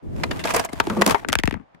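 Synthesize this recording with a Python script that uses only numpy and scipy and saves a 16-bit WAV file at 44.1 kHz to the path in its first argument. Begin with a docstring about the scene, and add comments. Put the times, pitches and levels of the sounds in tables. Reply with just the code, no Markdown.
"""A runaway skateboard rolls up to a concrete ledge, then clatters and scrapes down it; impacts and
friction excite the modes of its deck. It strikes a camera and shoves it along in stick-slip motion,
and the camera tips over, bounces, rattles and rocks to rest on the concrete. Ramps scatter a short
echo, and light wind buffets the two microphone ports over the hum of a distant town."""
import sys
import numpy as np
from scipy import signal
from scipy.fft import rfft, irfft
from scipy.io import wavfile
from scipy.ndimage import uniform_filter1d

SR = 44100
rng = np.random.default_rng(int(sys.argv[2]) if len(sys.argv) > 2 else 0)


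def put_to_file(sound):
    """Save the sound as 16-bit audio at rate SR, in the file named by the first command-line argument."""
    columns = np.atleast_2d(sound).T  # one column per channel
    safe = np.clip(columns, -1, 1)
    whole_steps = np.round(safe * 32767)
    wavfile.write(sys.argv[1], SR, whole_steps.astype(np.int16))


N = 79380
EDGES_HZ = 28 * 2 ** np.arange(0, 9.6, .5)
CENTRES_HZ = np.sqrt(EDGES_HZ[1:] * EDGES_HZ[:-1])


def from_db(db):
    """Amplitude grows tenfold with every 20 dB."""
    return 10 ** (np.asarray(db) / 20)


def rms_one(x):
    """Normalisation to unit mean power."""
    return x / np.sqrt(np.mean(x ** 2) + 1e-20)


def unit_energy(x):
    """Normalisation of each channel to unit energy."""
    return x / np.sqrt(np.sum(x ** 2, axis=1, keepdims=True))


def envelope(rows):
    """Exponential growth or decay between (s, dB) points, with silence outside them."""
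    return from_db(np.interp(np.arange(N) / SR, *np.transpose(rows), left=-np.inf, right=-np.inf))


def per_band(points):
    """Interpolation of (Hz, value) points at the band centres, in log frequency."""
    hz, value = np.transpose(points)
    return np.interp(np.log(CENTRES_HZ), np.log(hz), value)


def panned(pan_db):
    """Constant-power panning: left exceeds right by pan_db."""
    gains = from_db(np.array([np.atleast_1d(pan_db), -np.atleast_1d(pan_db)]) / 2)
    return gains / np.sqrt(np.mean(gains ** 2, axis=0))


def through_bands(drives):
    """Group delay: half-octave filters pass the lows later, so a click sweeps down into a thud."""
    out = 0
    for k, drive in enumerate(drives):
        band = signal.butter(2, EDGES_HZ[k:k + 2], "band", fs=SR, output="sos")
        out = out + (-1) ** k * signal.sosfilt(band, drive + 1e-18)
    return out


def noise():
    """Two uncorrelated white noises."""
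    return rng.standard_normal((2, N))


def grit(grains_per_s, hiss, extra_spread_db=0):
    """Shot noise: two uncorrelated streams of uneven grains over a smooth hiss."""
    sizes = from_db(extra_spread_db * np.minimum(rng.exponential(1, N), 4))
    grains = noise() * sizes * (rng.random(N) < grains_per_s / SR)
    return rms_one(grains) + hiss * noise()


def ring(drive, hz, t60):
    """A damped oscillator: a unit impulse starts a decaying sine of height 1."""
    decay, step = from_db(-60 / (t60 * SR)), 2 * np.pi * hz / SR
    return signal.lfilter([0, np.sin(step)], [1, -2 * decay * np.cos(step), decay ** 2], drive + 1e-18)


def resonate(drive, pitches_hz, q):
    """Parallel resonators each select a narrow band of the drive."""
    return sum(signal.lfilter(*signal.iirpeak(hz, q, fs=SR), drive) for hz in pitches_hz)


def contact(ring_s, swell_s, click_share, correlation, size=4096):
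    """Rough contact is broadband: a crunch swells to a click and dies away."""
    t = np.arange(size) / SR
    white = rng.standard_normal((3, size))
    crunch = np.sqrt(correlation) * white[0] + np.sqrt(1 - correlation) * white[1:]
    fade = np.exp(-(t / ring_s) ** 0.85) + 0.05 * np.exp(-t / 0.0043)
    fade *= 1 - np.exp(-(t / swell_s) ** 2)
    burst = crunch * fade * np.sqrt((1 - click_share) / np.sum(fade ** 2))
    burst[:, np.argmax(fade)] += np.sqrt(click_share)
    for _ in range(2):   # flatten the spectrum while keeping the burst short
        spectrum = rfft(burst)
        burst = irfft(spectrum / np.sqrt(np.abs(spectrum) + 1e-9)) * fade ** (1 / 8)
    return unit_energy(burst)


def overtones(burst, range_hz=(1495, 11100), count=7):
    """Each point of contact on the board excites its own few short, high modes."""
    pitches_hz = np.exp(rng.uniform(*np.log(range_hz), count))
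    return unit_energy(burst + from_db(4) * resonate(burst, pitches_hz, q=17))


def impacts(rows, swell_s, click_share, correlation, bass_pan_db=0, on_board=False):
    """Source and filter: each contact has its own spectrum and resonances; rows as in BOUNCES."""
    thump_hz, bass_hz, body_hz, crack_hz, treble_hz = 69.6, 298, 840, 2030, 7120
    drives = np.zeros((len(CENTRES_HZ), 2, N + SR // 4))
    for s, thump, bass, body, crack, treble, pan, ring_s, *resonances_hz in rows:
        band_db = per_band([(thump_hz / 2, thump - 4), (thump_hz, thump), (bass_hz, bass),
                            (body_hz, body), (crack_hz, crack), (treble_hz, treble)])
        pan_db = per_band([(bass_hz, pan + bass_pan_db), (body_hz, pan),
                           (crack_hz, pan), (treble_hz, pan - 1.5)])
        gains = from_db(band_db) * panned(pan_db)
        burst = contact(ring_s, swell_s, click_share, correlation)
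        if on_board:
            burst = overtones(burst)
        burst = burst + 1.53 * resonate(burst, resonances_hz, q=6.1)
        start = int(s * SR)
        drives[:, :, start:start + burst.shape[1]] += gains.T[:, :, None] * burst
    drives[CENTRES_HZ < 420, 1] *= -1   # below 420 Hz every contact reaches the two ports in antiphase
    return through_bands(drives[:, :, :N])


# Likeness of the sound at the two ports. Each row: frequency in Hz, correlation from -1 to 1.
PORT_CORRELATION = [(60, -0.8), (150, -0.26), (300, -0.62), (700, -0.35), (1400, -0.2), (3000, 0.082),
                    (15000, 0.11)]

def coloured(spectrum, source):
    """Partial coherence: two uncorrelated signals mix as mid and side, band by band, to a spectrum."""
    mid, side = source
    bands = [gain * (np.sqrt(1 + alike) * mid + np.sqrt(1 - alike) * side * [[1], [-1]])
             for gain, alike in zip(from_db(per_band(spectrum)), per_band(PORT_CORRELATION))]
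    return rms_one(through_bands(bands))


# Hum of the town. Each row: frequency in Hz, relative spectral density in dB.
TOWN_SPECTRUM = [(40, -0.5), (220, -1.5), (700, 8.5), (2000, -6.5), (5000, -24), (15000, -47.5)]

def town():
    """Distant sources merge into steady noise with little treble."""
    return from_db(-58) * coloured(TOWN_SPECTRUM, noise())


# Gusts. Each row: time in seconds, level in dB.
GUST_LEVEL = [(0, -93), (.03, -47), (.09, -29), (.41, -36), (.6, -42), (.69, -52), (.79, -34), (.86, -44),
              (.92, -30.5), (1.07, -40.5), (1.125, -24), (1.19, -68), (1.36, -50.5), (1.8, -81)]
# Buffeting. Each row: frequency in Hz, relative spectral density in dB.
WIND_SPECTRUM = [(30, -13.5), (62, 5.5), (110, -0.5), (200, -9.5), (500, -34), (15000, -87.5)]

def wind():
    """Turbulent pressure at the ports makes a low rumble."""
    return envelope(GUST_LEVEL) * panned(1.8) * coloured(WIND_SPECTRUM, noise())


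def ramp_echo(x, t60=0.098, cutoff_hz=2000):
    """Diffuse reflection from the ramps adds a short, dull tail."""
    t = np.arange(SR // 2) / SR
    tail = rng.standard_normal((2, len(t))) * from_db(-60 * t / t60) * (1 - np.exp(-t / 0.0017))
    tail /= np.sqrt(np.sum(tail ** 2) / 2)
    tail = signal.sosfilt(signal.butter(1, cutoff_hz, fs=SR, output="sos"), tail)
    return from_db(-15.5) * signal.fftconvolve(x, tail, axes=1)[:, :N]


# Ticks of the fittings. Each row: start in seconds, relative crack and treble levels in dB.
FITTING_TICKS = [(1.1925, -8.5, -40), (1.2965, 2, -18), (1.3955, 0, -14), (1.398, -16, -38),
                 (1.4538, -1.5, -12), (1.485, -8, -30), (1.4942, -22, -26), (1.55, -11, -54),
                 (1.745, -22.5, -44)]

def rattle(pan_db=2, ring_s=0.0027, resonance_hz=1950):
    """Light impacts: loose fittings chatter and graze the ground between the bounces."""
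    rows = [(s, crack - 5, crack, crack - 3, crack, treble, pan_db, ring_s, resonance_hz)
            for s, crack, treble in FITTING_TICKS]
    return impacts(rows, swell_s=0.0017, click_share=0, correlation=0)


# Rocking of the camera. Each row: time in seconds, level in dB.
ROCKING_LEVEL = [(1.28, -31.5), (1.3, -31), (1.42, -69), (1.56, -32), (1.628, -46), (1.672, -72),
                 (1.738, -65.5), (1.748, -48.5), (1.8, -65)]
# Its grainy rumble. Each row: frequency in Hz, relative spectral density in dB.
ROCKING_SPECTRUM = [(40, -5), (70, 0.5), (270, 1.5), (500, -21.5), (900, -17), (2000, -26.5), (4500, -52),
                    (15000, -61.5)]

def rocking():
    """Rolling contact: the camera rumbles over grit as it rocks to rest."""
    grains = grit(grains_per_s=730, hiss=0.5)
    return envelope(ROCKING_LEVEL) * panned(12) * coloured(ROCKING_SPECTRUM, grains)


# Bounces of the camera. 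Each row: start in seconds, relative thump, bass, body, crack and treble
# levels in dB, left-over-right pan in dB, ring time in seconds, lower and upper resonances in Hz.
BOUNCES = [(1.246, -10, 6, 11.5, 9, -30.5, 7.5, 0.0019, 463, 1560),
           (1.2856, 27, 24.5, 7, 11.5, 0.5, 4.5, 0.0026, 1350, 7250),
           (1.321, -8, 13, 11, 0, -8, 4, 0.0033, 1490, 6000),
           (1.3276, 12, 4, 24, 14.5, 8.5, -1, 0.0015, 1690, 3170),
           (1.3353, -3, 12.5, 7.5, 7, -5.5, 16.5, 0.0027, 1410, 2180),
           (1.3529, 33.5, 16.5, 19, 16, 4.5, 1.5, 0.00079, 1690, 2460),
           (1.3867, 24, 25, 4.5, 15.5, -4.5, 1, 0.0016, 3040, 5800),
           (1.4348, 41, 24.5, 13.5, 16, -2, 7.5, 0.00083, 1010, 1870),
           (1.4745, 26, 30, 16, 10.5, -5.5, 8.5, 0.0016, 1880, 2730),
           (1.5088, 18, 2, 8.5, 3, -16.5, 6, 0.0018, 1900, 3020),
           (1.5235, 25, 22, -15, 6, -24.5, 7, 0.005, 395, 800),
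           (1.5396, 22, 10, 6, 1.5, -23, 7, 0.002, 960, 1710)]

def tumble():
    """Hard surfaces meet briefly, so the camera bounces on concrete in sharp clicks with a thud."""
    bounces = impacts(BOUNCES, swell_s=0.0008, click_share=0.26, correlation=0.052, bass_pan_db=6.5)
    return from_db(-4) * bounces


# Judder of the camera mount. Each row: time in seconds, level in dB.
JUDDER_LEVEL = [(.885, -67), (.902, -25.5), (.93, -25.5), (.958, -34), (.971, -22), (1.008, -20.5),
                (1.035, -27.5), (1.058, -34.5), (1.073, -15), (1.088, -28), (1.16, -85)]
# Modes of the mount. Each row: frequency in Hz, relative level in dB, 60 dB decay time in seconds.
MOUNT_MODES = [(228, -0.5, 0.021), (355, -7.5, 0.15), (486, -5, 0.056), (1098, -11.5, 0.011)]

def shove(slips_per_s=219, jitter=0.15, soften_hz=1500):
    """Stick-slip friction: nearly periodic slips over the concrete make the mount's modes groan."""
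    gaps_s = np.maximum(1 + jitter * rng.standard_normal(N // 100), .2) / slips_per_s
    starts = (np.cumsum(gaps_s) * SR).astype(int)
    starts = starts[starts < N]
    soften = signal.butter(2, [slips_per_s / 2, soften_hz], "band", fs=SR, output="sos")
    groan = 0
    for hz, db, t60 in MOUNT_MODES:
        slips = np.zeros((2, N))
        slips[:, starts] = from_db(rng.normal(0, 3, (len(gaps_s), 2))[:len(starts)].T)
        groan = groan + from_db(db) * rms_one(ring(signal.sosfilt(soften, slips), hz, t60))
    return envelope(JUDDER_LEVEL) * rms_one(groan)


# Rolling of the wheels. Each row: time in seconds, level in dB.
WHEEL_LEVEL = [(0, -115), (.03, -39), (.22, -29), (.36, -30), (.42, -37), (.6, -38), (.69, -52.5),
               (.85, -34.5), (1.1, -47.5), (1.32, -35.5)]
# Their rumble. Each row: frequency in Hz, relative spectral density in dB.
WHEEL_SPECTRUM = [(60, 4), (130, 3.5), (280, 6), (500, -3), (1000, -24), (2200, -32), (5000, -42),
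                  (15000, -42.5)]

def wheels():
    """Rolling noise: the roughness of the concrete shakes the wheels at random."""
    return envelope(WHEEL_LEVEL) * coloured(WHEEL_SPECTRUM, noise())


# Slide of the board down the ledge. Each row: time in seconds, level in dB.
SLIDE_LEVEL = [(.12, -59), (.2, -42), (.29, -45), (.36, -35.5), (.432, -47.5), (.445, -30), (.51, -21.5),
               (.532, -35), (.55, -30), (.585, -20), (.63, -40.5), (.655, -24), (.68, -58), (.74, -42),
               (.86, -40), (.91, -36.5), (1.055, -35.5), (1.07, -22), (1.115, -21.5), (1.135, -34),
               (1.24, -49)]
# Its rasp. Each row: frequency in Hz, relative spectral density in dB.
SLIDE_SPECTRUM = [(100, -18.5), (250, -8), (450, -8), (750, 3.5), (1300, -4.5), (2400, -9), (4500, -19),
                  (9000, -21), (15000, -19)]

def scrape(snag_s=0.008, snag_db=2.5):
    """Sliding friction: concrete grit catches under the board in quick, uneven snags."""
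    snags = rms_one(uniform_filter1d(rng.standard_normal(N), int(snag_s * SR)))
    flutter = rms_one(from_db(snag_db * np.minimum(snags, 2)))
    rasp = coloured(SLIDE_SPECTRUM, grit(grains_per_s=3500, hiss=0.45))
    return envelope(SLIDE_LEVEL) * flutter * rasp


# Hits on the camera. Each row: start in seconds, relative bass, body, crack and treble levels in dB,
# left-over-right pan in dB, ring time in seconds, lower and upper resonances in Hz.
CAMERA_HITS = [(0.7989, 24, 20, 19.5, 2.5, 4.5, 0.0031, 900, 1320),
               (0.868, 26, 7, 1.5, -13.5, 4.5, 0.0026, 332, 840),
               (0.8973, 16.5, 14, 6, -9, 2.5, 0.0063, 211, 1370),
               (0.965, 19.5, 12.5, -11, -41, 5.5, 0.011, 227, 510),
               (1.011, 21, 19.5, 5, 1.5, -0.5, 0.0066, 594, 2050),
               (1.0178, 29, 27, 19.5, 5.5, 5, 0.0029, 1080, 1900),
               (1.0627, 31.5, 17.5, 13, 11.5, -0.5, 0.00087, 470, 1250),
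               (1.0737, 29.5, 21, 3.5, 5.5, 1, 0.0063, 239, 1050),
               (1.095, 22, 15.5, 7, -0.5, 12.5, 0.0037, 904, 1320),
               (1.106, 23, 19.5, 10.5, 5, 10.5, 0.0071, 460, 1160),
               (1.1438, 4.5, 28.5, 11.5, -10, 8, 0.006, 815, 2070)]
# Modes of its housing. Each row: frequency in Hz, gain in dB, 60 dB decay time in seconds.
HOUSING_MODES = [(413, -44, 0.057), (925, -40, 0.042)]

def strikes(force_rise_s=0.00194):
    """Impulse response: the board hits the camera, whose housing rings on briefly."""
    rows = [(s, bass - 20, bass - 3, *rest) for s, bass, *rest in CAMERA_HITS]
    hits = impacts(rows, swell_s=0.0013, click_share=0.038, correlation=0.25, bass_pan_db=-11)
    pushes = np.zeros(N)
    for s, _, body, *_ in CAMERA_HITS:
        pushes[int((s + force_rise_s) * SR)] = from_db(body)
    ringing = sum(from_db(db) * ring(pushes, hz, t60) for hz, db, t60 in HOUSING_MODES)
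    return from_db(-2) * hits + panned(5.4) * ringing


# Knocks of the board on the ledge. Each row: start in seconds, relative bass, body, crack and treble
# levels in dB, left-over-right pan in dB, ring time in seconds.
LEDGE_KNOCKS = [(0.161, -7, -6, -14, -25.5, 0, 0.0036), (0.2339, 10, 20, 16, -4, -0.5, 0.003),
                (0.3086, 24, 13, 12.5, -8, 3, 0.0048), (0.39, 19.5, 0, 3, -8.5, 1, 0.015),
                (0.437, 22, 4, 10, -5.5, -2.5, 0.0062), (0.451, 22, 22, 4, -4.5, 4.5, 0.0038),
                (0.47, 2.5, -10, 9, -8, 2.5, 0.0052), (0.503, -12.5, 18, 6, -1.5, -3, 0.0067),
                (0.537, -1, 15.5, -10, 2, -12, 0.0012), (0.5425, 24, 25.5, 6, 6.5, 0.5, 0.0063),
                (0.5615, 16, 22, -31.5, 13, -1.5, 0.0025), (0.5634, -4, 21.5, 17.5, -18, -4.5, 0.0063),
                (0.5933, 24.5, 21, 7.5, 3.5, -6, 0.0042), (0.647, 13, 13.5, -39, 2, 1, 0.0015),
                (0.6889, 8, 5.5, -16, -18.5, 0, 0.0071), (0.7289, 22.5, 6, -4.5, -8, 5.5, 0.0024)]

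def clatter(resonances_hz=(703, 990)):
    """Impact excitation: deck and trucks hit the ledge, each knock picking out the same resonances."""
    rows = [(s, bass - 10, bass - 1, body - 4, *rest, *resonances_hz)
            for s, bass, body, *rest in LEDGE_KNOCKS]
    knocks = impacts(rows, swell_s=0.0025, click_share=0.01, correlation=0.2, on_board=True)
    return from_db(-3.5) * knocks


# Modes of the wooden deck and its trucks. Each row: frequency in Hz, relative gain in dB,
# 60 dB decay time in seconds.
DECK_MODES = [(479, 0, 0.076), (647.7, -3.5, 0.12), (681.3, 0.5, 0.11), (990, -16, 0.12), (1226, -2, 0.05),
              (1650, -10.5, 0.1), (2100, -2, 0.031), (2325, -9, 0.048)]

def deck(scraping, spread_db=6.2):
    """Modal superposition: the scraping and every knock on the ledge set the deck's modes ringing."""
    start_s, body_db = np.transpose([(s, body) for s, _, body, *_ in LEDGE_KNOCKS])
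    ringing = 0
    for hz, mode_db, t60 in DECK_MODES:
        knock_db = body_db + rng.normal(0, spread_db, (len(start_s), 2)).T
        drive = from_db(-2) * scraping
        drive[:, (start_s * SR).astype(int)] += from_db(knock_db)
        ringing = ringing + from_db(mode_db) * ring(drive, hz, t60)
    return from_db(-49.5) * ringing


def scene():
    """Superposition: the pressures of board, camera, wind, town and echo add."""
    scraping = scrape()
    board = clatter() + strikes() + scraping + deck(scraping)
    camera = shove() + tumble() + rocking() + rattle()
    background = wheels() + wind() + town()
    return board + camera + background + ramp_echo(board + from_db(-3) * camera)


def record(dry, port_hz=10330, cutoff_hz=16100):
    """The ports act as a low-pass, saturation rounds the peaks, and a steep filter cuts the top."""
    dulled = signal.sosfilt(signal.butter(2, port_hz, fs=SR, output="sos"), dry)
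    return signal.sosfilt(signal.ellip(10, .1, 80, cutoff_hz, fs=SR, output="sos"), np.tanh(dulled))


dry = scene()
out = record(dry)
put_to_file(out)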